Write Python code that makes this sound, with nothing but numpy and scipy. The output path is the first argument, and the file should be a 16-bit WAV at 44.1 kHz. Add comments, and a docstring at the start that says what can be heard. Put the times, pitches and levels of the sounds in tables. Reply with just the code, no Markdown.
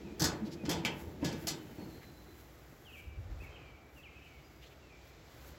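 """A steel wheelbarrow is pushed over a lawn, close past the microphone and away.
Every bump booms in its tray and makes a metal pail chatter and clank inside it: both ring as
sheet-steel modes over a wash of noise. Turf drums the frame; grass swishes under wheel and feet.
Songbirds whistle across the garden over a distant hum and stirring leaves,
and one puff of wind touches the microphone."""
import sys
import numpy as np
from scipy import signal
from scipy.fft import rfft, irfft, next_fast_len
from scipy.io import wavfile
from scipy.ndimage import uniform_filter1d, map_coordinates

SR = 44100
rng = np.random.default_rng(int(sys.argv[2]) if len(sys.argv) > 2 else 0)


def transcribe(signal):
    """Save signal, clipped to [-1, 1], as a 16-bit WAV file at the path in sys.argv[1]."""
    frames = np.atleast_2d(signal).T
    limited = np.clip(frames, -1, 1)
    pcm = np.round(limited * 32767).astype(np.int16)
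    wavfile.write(sys.argv[1], SR, pcm)


N = 246078

# bumps that shake the tray: start_s, level_db, rattle_db (tilts the upper modes), favoured_hz
TRAY_BUMPS = [(0.048, -44, -14, 193), (0.216, -27.5, -10, 153), (0.238, -35, -0.5, 902),
              (0.309, -40, -12, 290), (0.636, -34.5, -17, 244), (0.682, -32.5, -7.5, 305),
              (0.698, -30, -4.5, 162.4), (0.849, -30.5, -6.5, 206), (1.226, -28, -11.5, 285),
              (1.251, -29, -19, 165), (1.472, -40.5, -2.5, 676), (1.539, -39, -22, 338),
              (1.784, -38, -14, 314), (1.87, -44.5, -18, 333), (2.289, -54, -19, 135)]
# ring of the tray: pitch_hz, relative_db, t60_s
TRAY_MODES = [(78, -19, 0.54), (130, 1.5, 0.37), (164.5, 2, 0.53), (198.2, -11.5, 2.1), (231, -10, 0.71),
              (290.8, -5, 1.58), (305.5, 1, 0.57), (343, -7, 1.4), (450.3, -3.5, 0.65), (563, -3, 0.66),
              (596, -5.5, 0.88), (678, -1, 0.21), (909, -3, 0.5), (892, -14, 1.1), (1011, -6, 0.42)]
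# the tray's crowd of weak modes: freq_hz, density_db
TRAY_WASH = [(25, -60), (60, -29), (100, -20), (150, -1), (260, -2.5), (320, 2.5), (400, -11.5), (600, -7),
             (950, -7), (1150, -20.5), (2500, -17), (6000, -73)]
# first swing of a tray panel: pitch_hz, gain_db (on the bump's level)
PANEL_SWING = [(155, -5.5), (210, -0.5), (300, 1.5), (700, 0)]
# the tray flexes and hums: centre_s, half_width_s, pitch_hz, level_db
TRAY_FLEXES = [(0.438, 0.022, 214.7, -35.5)]
# pail hits on the tray; wall, rim and sizzle shape the lows, mids and top:
# start_s, level_db, wall_db, rim_db, sizzle_db, ring_factor, favoured_hz
PAIL_CLANKS = [(0.1958, -30.5, -9.5, -17, -11, 1.1, 6170), (0.218, -25.5, -12, -17.5, -13.5, 0.99, 4716),
               (0.239, -22.5, -12.5, -20, -13.5, 0.75, 5120), (0.251, -31.5, -8.5, -15, -14, 0.96, 6500),
               (0.652, -43, -4, -3, -23, 0.68, 4240), (0.692, -29.5, -11.5, -9.5, -10.5, 0.95, 3220),
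               (0.713, -35, -16, -5.5, -16, 1.08, 3520), (0.8491, -31.5, -7, 4.5, -14, 0.76, 2285),
               (1.244, -34.5, -10.5, -6.5, -16, 1.36, 1670), (1.324, -46.5, -12, -6, -13, 0.9, 2340),
               (1.4695, -30, -14.5, -9, -8, 0.89, 6980), (1.480, -28, -23, -18, -12.5, 0.85, 4480)]
# ring of the pail: pitch_hz, relative_db, base_t60_s
PAIL_MODES = [(1284, -6, 0.66), (1520, -4.5, 0.56), (1536, -2, 0.46), (1690, 0.5, 0.37), (1850, -15, 0.31),
              (2026, 0.5, 0.38), (2270, -7, 0.13), (2330, -3.5, 0.28), (2440, -11, 0.4), (2750, -12, 0.14),
              (3245, -2, 0.3), (3450, 1.5, 0.21), (3590, -3, 0.29), (4200, -7, .35), (4480, -17, 0.18),
              (4480, 1, 0.088), (4716, -15, 0.083), (5180, 3, 0.07), (5360, 3, 0.088), (5660, -6, 0.22),
              (6070, -5, 0.17), (6170, -6, 0.23), (6530, 2, 0.16), (6560, -12, 0.18), (6780, -19, 0.25),
              (7100, -4.5, 0.26), (7540, -21, .22), (7950, -2.5, 0.24), (11040, -2, 0.11), (12180, 3, 0.12)]
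# the pail's crowd of weak modes: freq_hz, density_db
PAIL_WASH = [(400, -43), (900, -9.5), (1400, -0.5), (2000, -2.5), (3200, -0.5), (3900, -5), (5000, 1.5),
             (6500, -5), (8000, -3.5), (12000, -6), (16000, -11)]
# decay of the wash in sheet steel: freq_hz, base_t60_s
STEEL_DECAY = [(100, 1), (300, 0.56), (900, 0.63), (2000, 0.49), (5000, 0.23), (8000, 0.21), (14000, 0.13)]
# resonances that the wheel drives: centre_hz, width_hz, relative_db
FRAME_RESONANCES = [(80.5, 9.3, 4.5), (143, 25.7, -2), (202.5, 58.4, -2.5), (283.5, 41, -3), (328.2, 25, 2),
                    (475, 124, -10), (584, 125, -13.5), (897, 130, -22), (1700, 1120, -30)]
# tone of brushed grass: freq_hz, density_db
GRASS_SPECTRUM = [(300, -49), (1500, 7.5), (4000, -2), (7000, 0), (11000, 0), (16000, 1.5)]
# a shoe sweeps through the grass: peak_s, level_db
FOOTSTEPS = [(1.005, -55), (1.425, -54.5), (1.94, -64), (2.4, -61), (2.99, -62), (3.44, -64), (3.98, -63),
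             (4.53, -72), (5.08, -64.5), (5.485, -57)]
# longer spells of rustling: start_s, hold_s, level_db
GRASS_RUSTLES = [(1.03, 0.076, -67), (1.553, 0.39, -64), (2.007, 1, -66), (4.25, 0.48, -72),
                 (5.342, 0.11, -64.5)]
# short scuffs: peak_s, centre_hz, level_db
GRASS_SCUFFS = [(0.471, 4260, -57), (0.532, 5050, -52.5), (2.035, 2030, -58), (4.637, 3050, -58),
                (4.67, 3800, -62), (4.722, 2610, -62.5)]
# slurred whistles: start_s, length_s, start_hz, end_hz, level_db
BIRD_SLURS = [(0.038, 0.092, 2704, 2350, -63.5), (0.579, 0.077, 2560, 2430, -59.5),
              (1.211, 0.06, 2570, 2720, -57), (1.568, 0.07, 3050, 3036, -62),
              (2.848, 0.076, 3480, 2467, -54.5), (2.925, 0.045, 3217, 2340, -52),
              (2.953, 0.067, 2354, 2310, -52), (3.398, 0.037, 2430, 2680, -53.5),
              (3.432, 0.026, 2484, 2160, -51), (3.462, 0.0356, 2850, 2376, -57),
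              (3.5, 0.077, 3104, 3160, -60.5), (3.58, 0.24, 2480, 2240, -62), (3.96, 0.06, 2930, 2546, -56),
              (4.027, 0.063, 3450, 2052, -53), (4.147, 0.056, 2555, 2590, -57.5),
              (4.25, 0.17, 2400, 2180, -62.5), (4.435, 0.056, 4970, 4880, -68),
              (4.81, 0.078, 2840, 2590, -63), (4.888, 0.087, 2520, 2300, -60)]
# buzzy notes: start_s, length_s, pitch_hz, level_db
BIRD_BUZZES = [(3.553, 0.029, 2820, -53), (4.218, 0.074, 2780, -59)]
# reverb of the trees: freq_hz, t60_s
GARDEN_DECAY = [(200, 0.65), (2500, 1), (10000, 0.66)]
# distant neighbourhood hum: freq_hz, density_db
HUM_SPECTRUM = [(15, -61.5), (25, -31), (46, -6), (64, 3.5), (92, -7.5), (108, -4.5), (156, -6), (188, -18),
                (286, -11), (814, -16), (909, -20.5), (1340, -20), (1860, -25), (2000, -23), (2600, -37),
                (4400, -120)]
# stirring leaves: freq_hz, density_db
LEAF_SPECTRUM = [(1200, -28), (2000, 0), (2800, -4), (4000, -4.5), (8000, -12.5), (12000, -40)]
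# wind rumble on the microphone: freq_hz, density_db
WIND_SPECTRUM = [(20, -42), (40, -2.5), (70, 2), (100, -3.5), (150, -22), (300, -33), (1000, -60)]
# hollow in the microphone's treble: freq_hz, gain_db
MIC_RESPONSE = [(7700, 0), (8500, -11.5), (9900, -8), (10900, -0.5)]
# the hum swells twice: peak_s, boost_db
HUM_SWELLS = [(3.48, 4.7), (5.52, 2.7)]
# eddies within the puff of wind: peak_s, level_db
WIND_EDDIES = [(3.08, -46), (3.2, -39.5), (3.315, -41), (3.41, -43.5)]

PASS_S, SPEED_M_PER_S, CLOSEST_M = 0.4, 1.0, 1.1  # the barrow's straight path past the microphone
HIDDEN_S, SHADE_DB_PER_S, SHADE_MAX_DB = 1.7, 10.5, 10  # extra loss as it moves out of sight
ROLL_DB, JOLT_DB = -47, -13.5  # drumming at the closest point; extra drumming relative to each bump
TYRE_DB, TUFTS_DB, TUFTS_PER_S, LAWN_HISS_DB = -79, 6, 14.7, -74
HUM_DB, LEAVES_DB = -57.5, -69.5
WARBLE_HZ, SLUR_BEND = 75.2, 1.36  # more bend puts more of a bird's slide at the start of the note
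MIC_TOP_HZ = 15850


def tray():
    """Each bump swings one panel wide and sets the tray booming; sharper ones reach its higher modes."""
    out, t = np.zeros(N), np.arange(SR) / SR
    comb = resonance_comb(depth_db=3, spacing_hz=22.18)
    for start_s, level_db, rattle_db, favoured_hz in TRAY_BUMPS:
        thump = (1 - np.exp(-t / 0.0013)) * np.exp(-t / 0.015)
        swing = amp(along(PANEL_SWING, favoured_hz)) * np.sin(2 * np.pi * favoured_hz * t) * thump
        colour = [(400, 0), (900, rattle_db + 4.5)]
        boom = steel_hit(TRAY_MODES, TRAY_WASH, comb, colour, favoured_hz, rise_s=0.00064,
                         ring_factor=1.0, favour_db=5.0, modes_db=-8.0, wash_db=-7.5)
        add(out, start_s, amp(level_db) * (swing + boom))
    t = np.arange(N) / SR
    for centre_s, half_width_s, pitch_hz, level_db in TRAY_FLEXES:
        flex = amp(level_db) * np.exp(-((t - centre_s) / half_width_s) ** 2)
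        out += flex * np.sqrt(2) * np.sin(2 * np.pi * pitch_hz * t)
    return out


def pail():
    """The pail clanks; while it still touches the tray it chatters in quick uneven contacts."""
    out, t = np.zeros(N), np.arange(SR) / SR
    comb = resonance_comb(depth_db=7, spacing_hz=35)
    for start_s, level_db, wall_db, rim_db, sizzle_db, ring_factor, favoured_hz in PAIL_CLANKS:
        # a glancing blow builds up slowly, a square one on the rim at once
        rise_s = 0.0026 / (1 + 2.8 * amp(rim_db) ** 2)
        colour = [(1800, wall_db + 5), (2200, rim_db + 4.0), (3100, rim_db + 5.5),
                  (3900, 0), (8000, 0), (11000, sizzle_db + 9)]
        chatter_db = 1.7 * wobble(418, size=SR) * np.exp(-t / 0.033)
        first_touch_db = 3.1 * np.exp(-t / 0.0031)
        clank = steel_hit(PAIL_MODES, PAIL_WASH, comb, colour, favoured_hz, rise_s, ring_factor,
                          favour_db=12.5, modes_db=-5.5, wash_db=-3.0)
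        add(out, start_s, amp(level_db + chatter_db + first_touch_db) * clank)
    return out


def steel_hit(modes, wash, comb, colour, favoured_hz, rise_s, ring_factor, favour_db, modes_db, wash_db):
    """One blow on sheet steel: clear modes over a crowd of weak ones, coloured by where it lands."""
    t = np.arange(SR) / SR
    hz, db, t60_s = np.transpose(modes)
    # a blow near the belly of one mode makes that mode sing out
    nearness = np.exp(-((hz - favoured_hz) / (.03 * hz)) ** 2)
    struck_db = db + favour_db * nearness + along(colour, hz)
    strength = amp(struck_db + rng.standard_normal(len(hz))) / np.linalg.norm(amp(db))
    phase = rng.uniform(0, 2 * np.pi, (len(hz), 1))
    decay = amp(-60 * t / (ring_factor * t60_s[:, None]))
    ring = strength @ (np.sin(2 * np.pi * hz[:, None] * t + phase) * decay)
    crowd = unit(filtered(rng.standard_normal(SR), lambda f: comb(f) * amp(along(wash, f))))
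    crowd = filtered(crowd, lambda f: amp(along(colour, f)))
    crowd = damped(crowd, np.array(STEEL_DECAY) * [1, ring_factor])
    attack = 1 - np.exp(-t / rise_s)  # bending waves need a moment to spread over the sheet
    return (amp(modes_db) * ring + amp(wash_db) * crowd) * attack


def resonance_comb(depth_db, spacing_hz):
    """A sheet's small uneven resonances, as a gain over frequency."""
    knots = rng.standard_normal(2048)
    ripple = lambda hz: map_coordinates(knots, [hz / spacing_hz], mode="mirror", order=1)
    return lambda hz: amp(depth_db * np.tanh(ripple(hz)))


def wheel():
    """Uneven turf keeps the frame drumming, harder after each bump, fading as the barrow leaves."""
    def frame(f):
        return sum((-1) ** k * amp(db) * 1j * f * width / (centre ** 2 - f ** 2 + 1j * f * width)
                   for k, (centre, width, db) in enumerate(FRAME_RESONANCES))
    turf = rng.standard_normal(N) * amp(1.7 * wobble(25))
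    roll = amp(ROLL_DB) * pass_by()
    jolts = [amp(db + JOLT_DB) * envelope(s, rise_s=0.014, fall_s=0.14) for s, db, *_ in TRAY_BUMPS]
    return power_sum([roll, *jolts]) * unit(filtered(turf, frame))


def pass_by():
    """Gain of the barrow: 1 at its closest, falling with distance and once it is out of sight."""
    t = np.arange(N) / SR
    distance_m = np.hypot(CLOSEST_M, SPEED_M_PER_S * (t - PASS_S))
    shade_db = np.clip(SHADE_DB_PER_S * (t - HIDDEN_S), 0, SHADE_MAX_DB)
    return CLOSEST_M / distance_m * amp(-shade_db)


def grass():
    """Blades swish under the tyre and at every step, with spells of rustling and a few short scuffs."""
    tyre = amp(TYRE_DB + TUFTS_DB * wobble(TUFTS_PER_S)) * pass_by() ** 2
    steps = [amp(db) * envelope(s, rise_s=0.053, fall_s=0.042) for s, db in FOOTSTEPS]
    rustles = [amp(db) * envelope(s, rise_s=0.11, fall_s=0.073, hold_s=hold_s)
               for s, hold_s, db in GRASS_RUSTLES]
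    blades = unit(noise(GRASS_SPECTRUM) * amp(1.3 * wobble(600)))  # fast flicker adds grain
    out = power_sum([amp(LAWN_HISS_DB), tyre, *steps, *rustles]) * blades
    for peak_s, hz, level_db in GRASS_SCUFFS:
        band = [(hz / 4, -18), (hz * 0.62, -8), (hz, 0), (hz * 1.32, -9), (hz * 3, -22)]
        out += amp(level_db) * swell(peak_s, sigma_s=0.013) * noise(band)
    return out


def birds():
    """Songbirds whistle slurs and buzzes; a second voice repeats one thin note, ever lower and softer."""
    song = np.zeros(N)
    for start_s, length_s, start_hz, end_hz, level_db in BIRD_SLURS:
        add(song, start_s, amp(level_db) * whistle(length_s, start_hz, end_hz, depth_hz=45))
    for start_s, length_s, pitch_hz, level_db in BIRD_BUZZES:
        add(song, start_s, amp(level_db) * whistle(length_s, pitch_hz, pitch_hz, depth_hz=283))
    for k in range(5):
        start_s, level_db = 1.775 + 0.12 * k, -63.5 - 1.6 * k
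        pitch_hz = 4020 + 320 * 0.34 ** k
        add(song, start_s, amp(level_db) * whistle(0.095, pitch_hz, pitch_hz, depth_hz=85))
    return garden_reverb(song)


def whistle(length_s, start_hz, end_hz, depth_hz):
    """One bird note: a sine that slides, settles and warbles."""
    progress = np.linspace(0, 1, int(length_s * SR))
    glide_hz = start_hz + (end_hz - start_hz) * np.expm1(-SLUR_BEND * progress) / np.expm1(-SLUR_BEND)
    warble = np.sin(2 * np.pi * WARBLE_HZ * length_s * progress) + 0.426 * wobble(183, len(progress))
    arch = np.sqrt(np.abs(np.sin(np.pi * progress)))
    return arch * np.sin(2 * np.pi * np.cumsum(glide_hz + depth_hz * warble) / SR)


def garden_reverb(song):
    """Trees scatter the song into a tail and house walls throw back a blurred echo."""
    trees = damped(rng.standard_normal(SR), GARDEN_DECAY)
    walls = rng.standard_normal(SR) * swell(peak_s=0.14, sigma_s=0.035)[:SR]
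    tail = amp(-3.5) * trees / np.linalg.norm(trees) + amp(-11.5) * walls / np.linalg.norm(walls)
    return amp(-1.0) * song + signal.fftconvolve(song, tail)[:N]


def wind_puff():
    """A few eddies hit the microphone and merge into one low puff."""
    rumble = noise(WIND_SPECTRUM)
    rumble /= np.sqrt(np.abs(uniform_filter1d(rumble ** 2, size=SR // 16)))  # even out the flutter
    eddies = [amp(db) * envelope(s, rise_s=0.031, fall_s=0.059) for s, db in WIND_EDDIES]
    return power_sum(eddies) * rumble


def ambience():
    """The bed: the distant hum of the neighbourhood and leaves stirring."""
    swells_db = sum(db * swell(s, sigma_s=0.13) for s, db in HUM_SWELLS)
    hum = amp(HUM_DB + swells_db + 0.34 * wobble(6.6)) * noise(HUM_SPECTRUM)
    leaves = amp(LEAVES_DB + 2.1 * wobble(2.6)) * noise(LEAF_SPECTRUM)
    return hum + leaves


def amp(db):
    """Decibels to gain."""
    return 10 ** (np.asarray(db) / 20)


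def unit(x):
    """x scaled to rms 1."""
    return x / np.sqrt(np.mean(x ** 2) + 1e-20)


def power_sum(envelopes):
    """Joint envelope of unrelated noises: their powers add."""
    return np.sqrt(sum(part ** 2 for part in envelopes))


def along(points, hz):
    """Read a curve of (freq_hz, value) points on a log frequency axis."""
    freqs, values = np.transpose(points)
    return np.interp(np.log(hz + 1), np.log(freqs + 1), values)


def wobble(knots_per_s, size=N):
    """A smooth random curve."""
    knots = rng.standard_normal(int(N * knots_per_s / SR) + 4)
    return map_coordinates(knots, [np.arange(size) * knots_per_s / SR])


def filtered(x, response):
    """EQ x with a gain that is a function of frequency."""
    size = next_fast_len(len(x) + 8192)
    return irfft(rfft(x, size) * response(np.fft.rfftfreq(size, 1 / SR)), size)[:len(x)]


def noise(spectrum):
    """Coloured noise of rms 1."""
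    return unit(filtered(rng.standard_normal(N), lambda hz: amp(along(spectrum, hz))))


def damped(x, decay):
    """Fade each frequency of x at its own speed, set by (freq_hz, t60_s) points."""
    hz, t, bands = signal.stft(x, SR, nperseg=256)
    fade = amp(-60 * t / along(decay, hz)[:, None])
    return signal.istft(bands * fade, SR, nperseg=256)[1][:len(x)]


def envelope(peak_s, rise_s, fall_s, hold_s=0):
    """Grows to 1 at peak_s, holds, and dies away."""
    t = np.arange(N) / SR - peak_s
    return np.exp(np.minimum(t, 0) / rise_s - np.maximum(t - hold_s, 0) / fall_s)


def swell(peak_s, sigma_s):
    """A smooth bell around peak_s."""
    return np.exp(-((np.arange(N) / SR - peak_s) / sigma_s) ** 2 / 2)


def add(track, start_s, sound):
    """Mix a sound in from start_s."""
    start = round(start_s * SR)
    track[start:start + len(sound)] += sound[:N - start]


def scene():
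    """The barrow and the garden around it, mixed in mono."""
    return (tray() + pail() + wheel() + grass() + birds() + ambience() + wind_puff())[None]


def record(dry):
    """The microphone has a hollow in its treble and a band limit."""
    return filtered(dry[0], lambda hz: amp(along(MIC_RESPONSE, hz)) * (hz < MIC_TOP_HZ))[None]


dry = scene()
out = record(dry)
transcribe(out)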